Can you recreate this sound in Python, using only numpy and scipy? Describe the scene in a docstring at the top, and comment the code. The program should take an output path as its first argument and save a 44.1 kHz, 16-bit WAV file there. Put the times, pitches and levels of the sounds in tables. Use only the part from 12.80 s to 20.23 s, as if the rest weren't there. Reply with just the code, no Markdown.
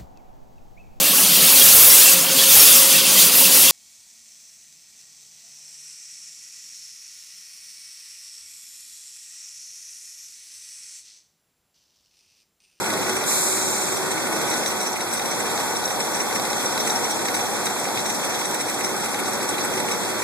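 """Slitter rewinder in a factory hall

Rollers roar and running film hisses as broadband noise, two motors beat, and a jet of air escapes once.
Loose rings on the winding shaft chatter in every turn, tick and squeak: impact and friction excite them.
A handheld two-port microphone, which widens the stereo, moves in to the shaft and back."""
import sys
import numpy as np
from scipy import signal
from scipy.fft import rfft, irfft, next_fast_len
from scipy.io import wavfile

SR = 44100
rng = np.random.default_rng(int(sys.argv[2]) if len(sys.argv) > 2 else 0)


def waveform_to_disk(signal):
    """Save audio, clipped to [-1, 1], as 16-bit WAV at the path in sys.argv[1]."""
    frames = np.transpose(np.atleast_2d(signal))
    scaled = np.clip(frames, -1, 1) * 32767
    samples = np.round(scaled).astype(np.int16)
    wavfile.write(sys.argv[1], SR, samples)


N = 327663
TIME = np.arange(N) / SR
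FREQ = np.maximum(np.arange(N // 2 + 1) * SR / N, 1)

# Noise spectra of the rollers, wound roll, frame, film, air jet and the jet's bright top.
# Each row: frequency in Hz, relative spectral density in dB.
ROLLER_SPECTRUM = [(20, -32), (42, -41), (58, -14), (80, -21.5), (110, -9), (155, -5), (205, 0.5),
                   (262, -1), (300, 0.5), (480, 0.4), (620, 1), (760, -10.5), (1100, -40)]
ROLL_SPECTRUM = [(450, -22), (660, -5), (700, 1), (740, 5.5), (770, 4.5), (810, 4.5), (850, 6.5), (885, 2),
                 (945, 5.5), (1010, -5.5), (1400, -30.5)]
FRAME_SPECTRUM = [(600, -21), (1000, 3), (1150, 5), (1350, 1), (1480, 5), (1650, -1.5), (2100, 0),
                  (2700, -5), (3300, -43), (4200, -4.5), (8000, -52)]
FILM_SPECTRUM = [(2000, -82), (3300, 11.5), (3900, 3.5), (4600, 0.5), (5700, 8.5), (6900, 4.5), (8100, 8.5),
                 (9300, 4.5), (10600, 2), (11400, 1), (14000, -1.5)]
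JET_SPECTRUM = [(1500, -47), (2300, -3), (2900, -25), (3800, -2.5), (4600, -8), (5900, -1), (6400, 0),
                (7600, 2.5), (8300, 1), (8900, 6), (9400, -13), (11000, -16), (13700, -10.5)]
JET_TOP_SPECTRUM = [(5000, -35), (8000, -12), (9900, 11), (10700, 1), (12500, 2), (13400, 0), (13900, 5)]
# Strength of the roar, motor hum and gear whine at the moving microphone.
# Each row: time in seconds, relative level in dB.
ROAR_LEVELS = [(0, -26.5), (0.3, -26), (0.7, -29), (1.2, -27), (1.72, -25.5), (2.15, -29), (2.78, -26.5),
               (3.05, -27.5), (3.55, -27), (4.05, -26), (4.55, -27), (4.85, -27.5), (5.55, -27.5),
               (5.85, -28.5), (6.3, -28), (6.95, -27), (7.43, -28)]
HUM_LEVELS = [(0, -36.5), (0.3, -36), (0.75, -38), (0.95, -37), (1.25, -37.5), (1.6, -47), (2.15, -43),
              (2.5, -50), (3.5, -49), (4.05, -44), (4.55, -51), (5, -43.5), (5.7, -45), (6.1, -38),
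              (6.55, -45), (6.97, -37.5), (7.43, -38)]
WHINE_LEVELS = [(0, -40), (0.6, -49.5), (1.1, -55), (1.5, -38.5), (2.15, -49), (2.4, -46), (3.7, -46.5),
                (4.55, -46.5), (5.8, -58), (6.7, -46), (7.43, -64)]
# The microphone's path to the shaft and back. Each row: time in seconds, closeness from 0 to 1.
MIC_PATH = [(1.2, 0), (2.8, 0.63), (4.7, 0.67), (6.0, 0.57), (7.43, 0.04)]
# Modes of the shaft rings. Each row: frequency in Hz, width in Hz, relative level in dB,
# port difference against port sum in dB, chatter decay time in seconds.
RING_MODES = [(2210, 930, 0, 0, 0.0075), (3530, 2300, -11, -16, 0.012), (3834, 250, -8.5, -14, 0.0055),
              (4520, 2800, -6.5, -5, 0.0011), (5783, 340, 0, -7, 0.019), (6050, 120, -4.5, -10, 0.015),
              (8055, 470, 0.5, 4, 0.0096), (8470, 150, -5, -7, 0.0034), (10570, 260, -6.5, 1.5, 0.0049),
              (12100, 270, -10, 8, 0.011)]
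# Drops of the rings in each turn. Each row: position as a share of the turn, relative level in dB.
RING_DROPS = [(.22, 0.5), (0.451, 3.5), (.57, -3.5), (.79, 3.5), (.86, -0.5)]
# Hard clacks of the rings. Each row: time in seconds, drive of the low, middle and high modes in dB.
RING_CLACKS = [(0.102, -29, -37.0, -29), (0.228, -26, -38, -37), (0.296, -28.5, -27, -27),
               (1.02, -35, -31.0, -29.0), (1.086, -33, -39, -34.0), (1.319, -33.0, -35.0, -33),
               (1.616, -29.0, -29.0, -35), (1.679, -31, -35, -38.0), (1.715, -29, -27, -32),
               (1.736, -29, -28, -32), (1.863, -34, -24, -28.0), (1.878, -39.0, -26, -27.0),
               (2.004, -41, -29, -34.0), (2.035, -35, -33, -28), (2.071, -37, -24, -32.0),
               (2.209, -34, -43, -47), (2.337, -37.0, -30, -21.5), (2.376, -38.0, -27, -30.0),
               (2.396, -30.0, -36, -40), (2.455, -34.0, -39, -34.0), (2.514, -42, -41, -39),
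               (2.658, -31, -41, -36), (2.776, -38, -39, -37), (2.81, -32, -35, -36),
               (2.97, -37.0, -37, -34), (3.105, -33, -33.0, -40), (3.205, -29, -33.0, -29),
               (3.346, -34.0, -26, -38.0), (3.405, -25.5, -29.0, -31), (3.527, -31.0, -32, -38),
               (3.652, -42, -36, -33.0), (3.704, -34, -34, -39), (3.8, -32.0, -35, -32),
               (3.977, -31, -38, -35.0), (4.006, -37, -31, -32.0), (4.075, -26, -26, -26),
               (4.103, -33, -29, -33.0), (4.243, -40, -33.0, -31), (4.311, -37, -23, -27),
               (4.486, -27, -36, -37.0), (4.549, -29.0, -25.0, -24), (4.571, -30.0, -31.0, -28),
               (4.858, -33.0, -27, -28.0), (4.873, -30, -36, -30), (4.995, -38, -32.0, -28),
               (5.055, -28, -42, -37.0), (5.175, -27, -42.0, -36), (5.262, -29, -27, -39),
               (5.302, -29.0, -25, -29), (5.45, -35.0, -29.0, -27.0), (5.545, -33.0, -33, -38.0),
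               (5.614, -32.0, -45, -33.0), (5.654, -34, -27, -27), (5.745, -36, -33, -25.5),
               (5.812, -34, -41, -28), (5.884, -36, -39, -35.0), (5.9, -36, -41, -25.5),
               (5.994, -35.0, -41, -34), (6.011, -30, -43, -37), (6.047, -36, -26, -31),
               (6.062, -37, -29.0, -31), (6.246, -39, -40, -33), (6.26, -32.0, -36, -32),
               (6.4, -32, -47, -29), (6.491, -37, -44, -35), (6.696, -40, -44, -27.5),
               (6.85, -29, -38, -26), (7.001, -32, -34, -30), (7.116, -26.0, -26, -26),
               (7.424, -26, -35, -35.0)]
# Snaps of a ring against its stop. Each row: start in seconds, level in dB.
RING_TICKS = [(0.138, -16), (0.439, -19), (0.967, -22), (1.741, -17), (1.861, -14), (2.376, -24),
              (2.397, -22), (2.700, -19), (2.777, -18), (2.970, -25), (3.041, -20), (3.078, -19),
              (3.371, -22), (3.527, -20), (3.598, -18), (3.652, -19), (3.731, -16.5), (3.978, -15),
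              (4.099, -16), (4.245, -20), (4.485, -15.5), (4.544, -14), (4.566, -20), (4.869, -12),
              (5.175, -18), (5.3, -26), (5.545, -27), (5.744, -25), (5.81, -23), (6.047, -20), (6.259, -27),
              (6.612, -23), (6.916, -26), (7.114, -23), (7.251, -21)]
# Modes of a tick. Each row: frequency in Hz, relative level in dB, decay time in seconds.
TICK_MODES = [(2080, -7.5, 0.0011), (3846, -3.5, 0.0029), (4680, -5, 0.0013), (10650, -22, 0.0033)]
# Slips of a sticking ring. Each row: time in seconds, relative level in dB.
RING_SQUEAKS = [(1.317, -33), (2.222, -30), (2.459, -30), (2.969, -25.5), (3.057, -23), (3.208, -25),
                (3.405, -23), (3.555, -25.5), (3.705, -27), (3.862, -22), (4.007, -25), (4.080, -30),
                (4.106, -23), (4.161, -22), (4.245, -26), (4.613, -27), (5.612, -34), (5.810, -30),
                (5.900, -35), (6.047, -25), (6.240, -35), (6.687, -35), (6.814, -27), (7.120, -31)]
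# Wavering drive and gear tones. Each row: frequency in Hz, relative level in dB.
FAINT_TONES = [(59, -68), (239.6, -51), (321, -47.5), (328.4, -57), (344, -50.5), (359.3, -46.5),
               (532.9, -44.5), (737.5, -47), (837.1, -52), (1065.9, -51), (1146.6, -44.5), (1228.7, -52),
               (1269.1, -47), (1351.2, -47)]
# Firm drive tones. Each row: frequency in Hz, levels in dB at the start, midway and at the end.
FIRM_TONES = [(103.6, -51, -62.5, -51), (214.2, -49.5, -49, -45), (480, -60, -44.5, -45),
              (1397, -44, -50, -46.5)]
# Brief resonances in the roar.
# Each row: peak time in seconds, half length in seconds, frequency in Hz, peak level in dB.
ROAR_FLARES = [(1.52, 0.27, 320, -37), (1.55, .2, 450, -43), (2.77, 0.039, 820, -29), (4.35, .1, 336, -45),
               (4.5, 0.42, 833, -38), (6.7, 0.88, 280.4, -42.5)]
# Microphone's response to the port difference against the sum. 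Each row: frequency in Hz, gain in dB.
PORT_DIFFERENCE = [(30, -15), (100, -25.5), (200, -13.5), (400, -13.5), (800, -6), (1500, 1.5),
                   (2200, -0.5), (4000, 3), (5700, -1), (9000, -0.5), (14000, -2)]
# Treble cross-feed between the channels. Each row: frequency in Hz, gain in dB.
CROSS_FEED = [(4000, -2), (4400, -12.5), (5700, -2.5), (7400, -9), (14000, -16.5)]


def machine_roar(flutter_db=0.54, surge_s=7.0, surge_width_s=0.12, surge_db=2.5):
    """Broadband vibration: rollers rumble, the wound roll drones and the frame rings, swelling together."""
    surge = surge_db * bell(surge_s, surge_width_s)
    layers = [(ROLLER_SPECTRUM, -31.5 + surge, -.6, 1.1),
              (ROLL_SPECTRUM, -33, 2.6, .9),
              (FRAME_SPECTRUM, -31.5, -.8, .9)]
    return sum(noise(spectrum) * undb(db + close_db * near() + swell * swell_db() + flutter_db * walk(22))
               for spectrum, db, close_db, swell in layers)


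def film_hiss(level_db=-30.5, close_db=0.5, swell=0.87, flicker_db=(1.8, 1.6, 1.3, 1.3, 1.2, 1)):
    """Modulated noise: film hisses over the rollers and swells with the roar; each band flickers alone."""
    hiss, out = noise(FILM_SPECTRUM), 0
    centres_hz = np.linspace(3000, 13000, 6)
    for weights, db in zip(np.eye(len(centres_hz)), flicker_db):
        band = shape(hiss, np.interp(FREQ, centres_hz, weights))
        out = out + band * undb(db * walk(45))
    dip_db = -1.5 * bell(2.21, 0.071)  # the hiss dips briefly
    return out * undb(level_db + close_db * near() + swell * swell_db() + dip_db)


def ring_chatter(turn_s=.1494, jitter_s=0.0046, drop_db=-35.5, scatter_db=3, mix_db=6, close_db=-1.5,
                 clack_hz=(2200, 5800, 8000), strike_db=17, bounces_per_s=4000):
    """Impact excitation: rings drop on the turning shaft, each contact driving their modes in a new mix."""
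    shares, pattern_db = np.transpose(RING_DROPS)
    turns = np.arange(int(N / SR / turn_s) + 1)[:, None]
    times = ((turns + shares) * turn_s).ravel()
    chance = rng.standard_normal((len(times), 2 + len(RING_MODES))).T
    times = times + jitter_s * chance[0]
    scatter, *mode_mixes = np.minimum(chance[1:], .5)  # the play of a ring limits its fall
    drops_db = np.resize(pattern_db, len(times)) + drop_db + scatter_db * scatter
    drops_db += close_db * np.interp(times, TIME, near())
    clack_times = np.transpose(RING_CLACKS)[0]
    bounces = rng.random(N) < bounces_per_s / SR
    impacts = unit(bounces * np.sign(rng.standard_normal((2, N))))
    impacts[0, (clack_times * SR).astype(int)] += undb(strike_db)  # one clean strike in each clack
    out = 0
    for (hz, width, db, side_db, fall_s), mix in zip(RING_MODES, mode_mixes):
        drops = contact_force(times, drops_db + mix_db * mix, 0.84 * fall_s, fall_s)
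        clacks_db = [np.interp(hz, clack_hz, levels) for _, *levels in RING_CLACKS]
        clacks = contact_force(clack_times, clacks_db, 0.73 * fall_s, fall_s)
        ringing = shape(impacts * np.hypot(drops, clacks), resonance(hz, width))
        out = out + undb(db) * unit(undb([[0], [side_db]])) * ringing
    return out


def contact_force(times, levels_db, rise_s, fall_s):
    """Incoherent addition: contacts, each building and dying exponentially, sum in power to one envelope."""
    total = np.zeros(N)
    lag = np.arange(-700, 1800)  # samples from the peak
    power = np.exp(np.where(lag < 0, lag / rise_s, -lag / fall_s) * 2 / SR)
    for s, gain in zip(times, undb(levels_db)):
        total[np.clip(int(s * SR) + lag, 0, N - 1)] += gain ** 2 * power
    return np.sqrt(total)


def ring_ticks(side_db=-4, crack_db=-4, crack_s=0.001, detune=0.024, mix_db=1.5):
    """Damped free vibration: a ring hits its stop with a crack and sounds briefly, never twice alike."""
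    out, age = np.zeros((2, N + SR)), TIME[:SR // 20]
    hz, modes_db, decay_s = np.transpose(TICK_MODES)[:, :, None]
    for s, db in RING_TICKS:
        tuning, mix = rng.standard_normal((2, len(TICK_MODES), 1))
        envelopes = undb(modes_db + mix_db * mix) * np.exp(-age / decay_s)
        modes = envelopes * np.sin(2 * np.pi * hz * (1 + detune * tuning) * age)
        crack = undb(crack_db) * np.exp(-age / crack_s) * rng.standard_normal((2, len(age)))
        out[:, int(s * SR) + np.arange(len(age))] += undb(db) * (modes.sum(0) + crack)
    return out[:, :N] * undb([[0], [side_db]])


def ring_squeaks(gain_db=2.5, mid_db=-7, pitch_hz=5740, drift_hz=110, rough_hz=260):
    """Stick-slip friction: each slip of a ring sings for a few milliseconds on one rough note."""
    times, db = np.transpose(RING_SQUEAKS)
    phase = 2 * np.pi * np.cumsum(pitch_hz + drift_hz * walk(25) + rough_hz * walk(2000)) / SR
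    note = np.sqrt(2) * np.array([undb(mid_db) * np.cos(phase), np.sin(phase)])
    return note * contact_force(times, db + gain_db, rise_s=0.0043, fall_s=.006)


def air_jet(opens_s=0.444, shuts_s=1.136, attack_s=0.039, hold_s=0.11, release_s=.08,
            level_db=-22, top_db=-2.5, sag_db_per_s=12.5):
    """Turbulence: compressed air hisses from a valve; the bright top fades first as the pressure falls."""
    age = TIME - opens_s
    valve = np.clip(age / attack_s, 0, 1) * np.exp(-np.maximum(TIME - shuts_s, 0) / release_s)
    pressure = valve * undb(-sag_db_per_s * np.maximum(age - attack_s - hold_s, 0))
    hiss = noise(JET_SPECTRUM) + undb(top_db) * pressure ** 2 * noise(JET_TOP_SPECTRUM)
    return hiss * pressure * undb(level_db)


def drive_tone(hz, wander_hz, waver_db):
    """Periodic vibration: pitch follows a drive's wandering speed; the hall shifts phase and strength."""
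    phase = 2 * np.pi * np.cumsum(hz + wander_hz * walk(5)) / SR
    phases = (phase + rng.uniform(0, 2 * np.pi, (2, 1))).astype(np.float32)
    return np.sqrt(2) * np.sin(phases) * undb(waver_db * walk(2.557))


def drive_train():
    """Superposition: motors and gears give many faint wavering tones and a few firm ones."""
    faint = sum(undb(db - 3) * drive_tone(hz, wander_hz=1.735, waver_db=2.5) for hz, db in FAINT_TONES)
    path_s = np.linspace(0, N / SR, 3)
    firm = sum(undb(np.interp(TIME, path_s, levels)) * drive_tone(hz, wander_hz=0.79, waver_db=0)
               for hz, *levels in FIRM_TONES)
    return faint + firm


def motor_hum(hz=376, beat_hz=2.238, beat_peak_s=.28, second_motor_db=-10, side_db=-37):
    """Beating: two motors differ slightly in speed, and the microphone crosses their standing wave."""
    beat = abs(1 + undb(second_motor_db) * np.exp(2j * np.pi * beat_hz * (TIME - beat_peak_s)))
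    standing_wave = undb([curve(HUM_LEVELS), np.full(N, side_db)])  # only the port sum follows the path
    return beat * drive_tone(hz, wander_hz=.4, waver_db=.3) * standing_wave


def gear_whine(hz=1488.5, gain_db=1):
    """Standing wave: the tone of the gears swells and fades as the microphone moves through the hall."""
    return undb(curve(WHINE_LEVELS) + gain_db) * drive_tone(hz, wander_hz=1.223, waver_db=0.7)


def roar_flares(relative_width=0.087):
    """Resonance: single narrow bands of the roar swell and fade."""
    out = 0
    for peak_s, half_s, hz, db in ROAR_FLARES:
        band = unit(shape(rng.standard_normal((2, N)), resonance(hz, relative_width * hz)))
        out = out + band * undb(db) * bell(peak_s, half_s)
    return out


def hall(direct, t60_s=0.61, wet_db=-13):
    """Reverberation: reflections from the machine's panels and the hall add a diffuse, decaying tail."""
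    age = TIME[:SR]
    tail = rng.standard_normal((2, SR)) * undb(-60 * age / t60_s) * (age > .004)
    tail = tail / np.sqrt(np.sum(tail ** 2) / 2)
    return direct + undb(wet_db) * signal.fftconvolve(direct, tail, axes=1)[:, :N]


def microphone(sound, delay_s=15 / SR, full_feed_below_hz=4000, far_pan_db=-0.26):
    """Comb filtering: each channel subtracts the other port, delayed; mid and side notches interleave."""
    depth = np.where(FREQ < full_feed_below_hz, 1, np.minimum(colour(CROSS_FEED), 1))
    feed = depth * np.exp(-2j * np.pi * FREQ * delay_s)
    mid_gain, side_gain = 1 - feed, (1 + feed) * colour(PORT_DIFFERENCE)
    total = np.hypot(abs(mid_gain), abs(side_gain))  # equalises to an even response
    mid, side = shape(sound[0], mid_gain / total), shape(sound[1], side_gain / total)
    pan_db = far_pan_db * (1 - near())  # left minus right, nearer the centre when close
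    return np.array([mid + side, mid - side]) * undb(np.array([pan_db, -pan_db]) / 2)


def undb(db):
    """Amplitude ratio of a level in decibels."""
    return np.exp(np.asarray(db) * (np.log(10) / 20))


def unit(x):
    """Normalisation to an rms of 1."""
    return x / np.sqrt(np.mean(x ** 2))


def curve(table):
    """Linear interpolation of a time table at every sample."""
    return np.interp(TIME, *np.transpose(table))


def swell_db():
    """Level of the roar relative to its mean."""
    db = curve(ROAR_LEVELS)
    return db - db.mean()


def near():
    """Proximity of the microphone to the shaft at every sample."""
    return curve(MIC_PATH)


def bell(peak_s, half_s):
    """Gaussian envelope, down to 1/e at half_s either side of its peak."""
    return np.exp(-((TIME - peak_s) / half_s) ** 2)


def walk(knots_per_s):
    """Random modulation: a continuous drift with an rms of 1."""
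    knots = rng.standard_normal(2048)
    return unit(np.interp(TIME * knots_per_s, np.arange(len(knots)), knots))


def colour(points):
    """Frequency response through (Hz, dB) points on a logarithmic frequency axis."""
    hz, db = np.transpose(points)
    return undb(np.interp(np.log(FREQ), np.log(hz), db))


def shape(x, response):
    """Linear filtering: the spectrum is multiplied by a frequency response."""
    size = next_fast_len(N, True)
    bins_hz = np.arange(size // 2 + 1) * SR / size
    return irfft(rfft(x, size) * np.interp(bins_hz, FREQ, response), size)[..., :N]


def resonance(hz, width_hz):
    """Two resonators in cascade: a mode with steep skirts that keeps the power of white noise."""
    mode = 1 / (1 + 1j * ((FREQ ** 2 - hz ** 2) / (FREQ * width_hz))) ** 2
    return mode / np.sqrt(np.mean(abs(mode) ** 2))


def noise(spectrum):
    """Uncorrelated coloured noise for the sum (mid) and difference (side) of the ports."""
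    return unit(shape(rng.standard_normal((2, N)), colour(spectrum)))


def scene():
    """Superposition: all sources add as mid and side, which the microphone turns into left and right."""
    machine = machine_roar() + roar_flares() + drive_train() + motor_hum() + gear_whine()
    hiss = film_hiss() + air_jet()
    rings = ring_chatter() + ring_ticks() + ring_squeaks()
    return microphone(machine + hiss + hall(rings))


def record(dry, cutoff_hz=13950):
    """Band limiting: a steep low-pass filter removes the highest treble."""
    return signal.sosfilt(signal.ellip(12, .2, 80, cutoff_hz, fs=SR, output="sos"), dry)


dry = scene()
out = record(dry)
waveform_to_disk(out)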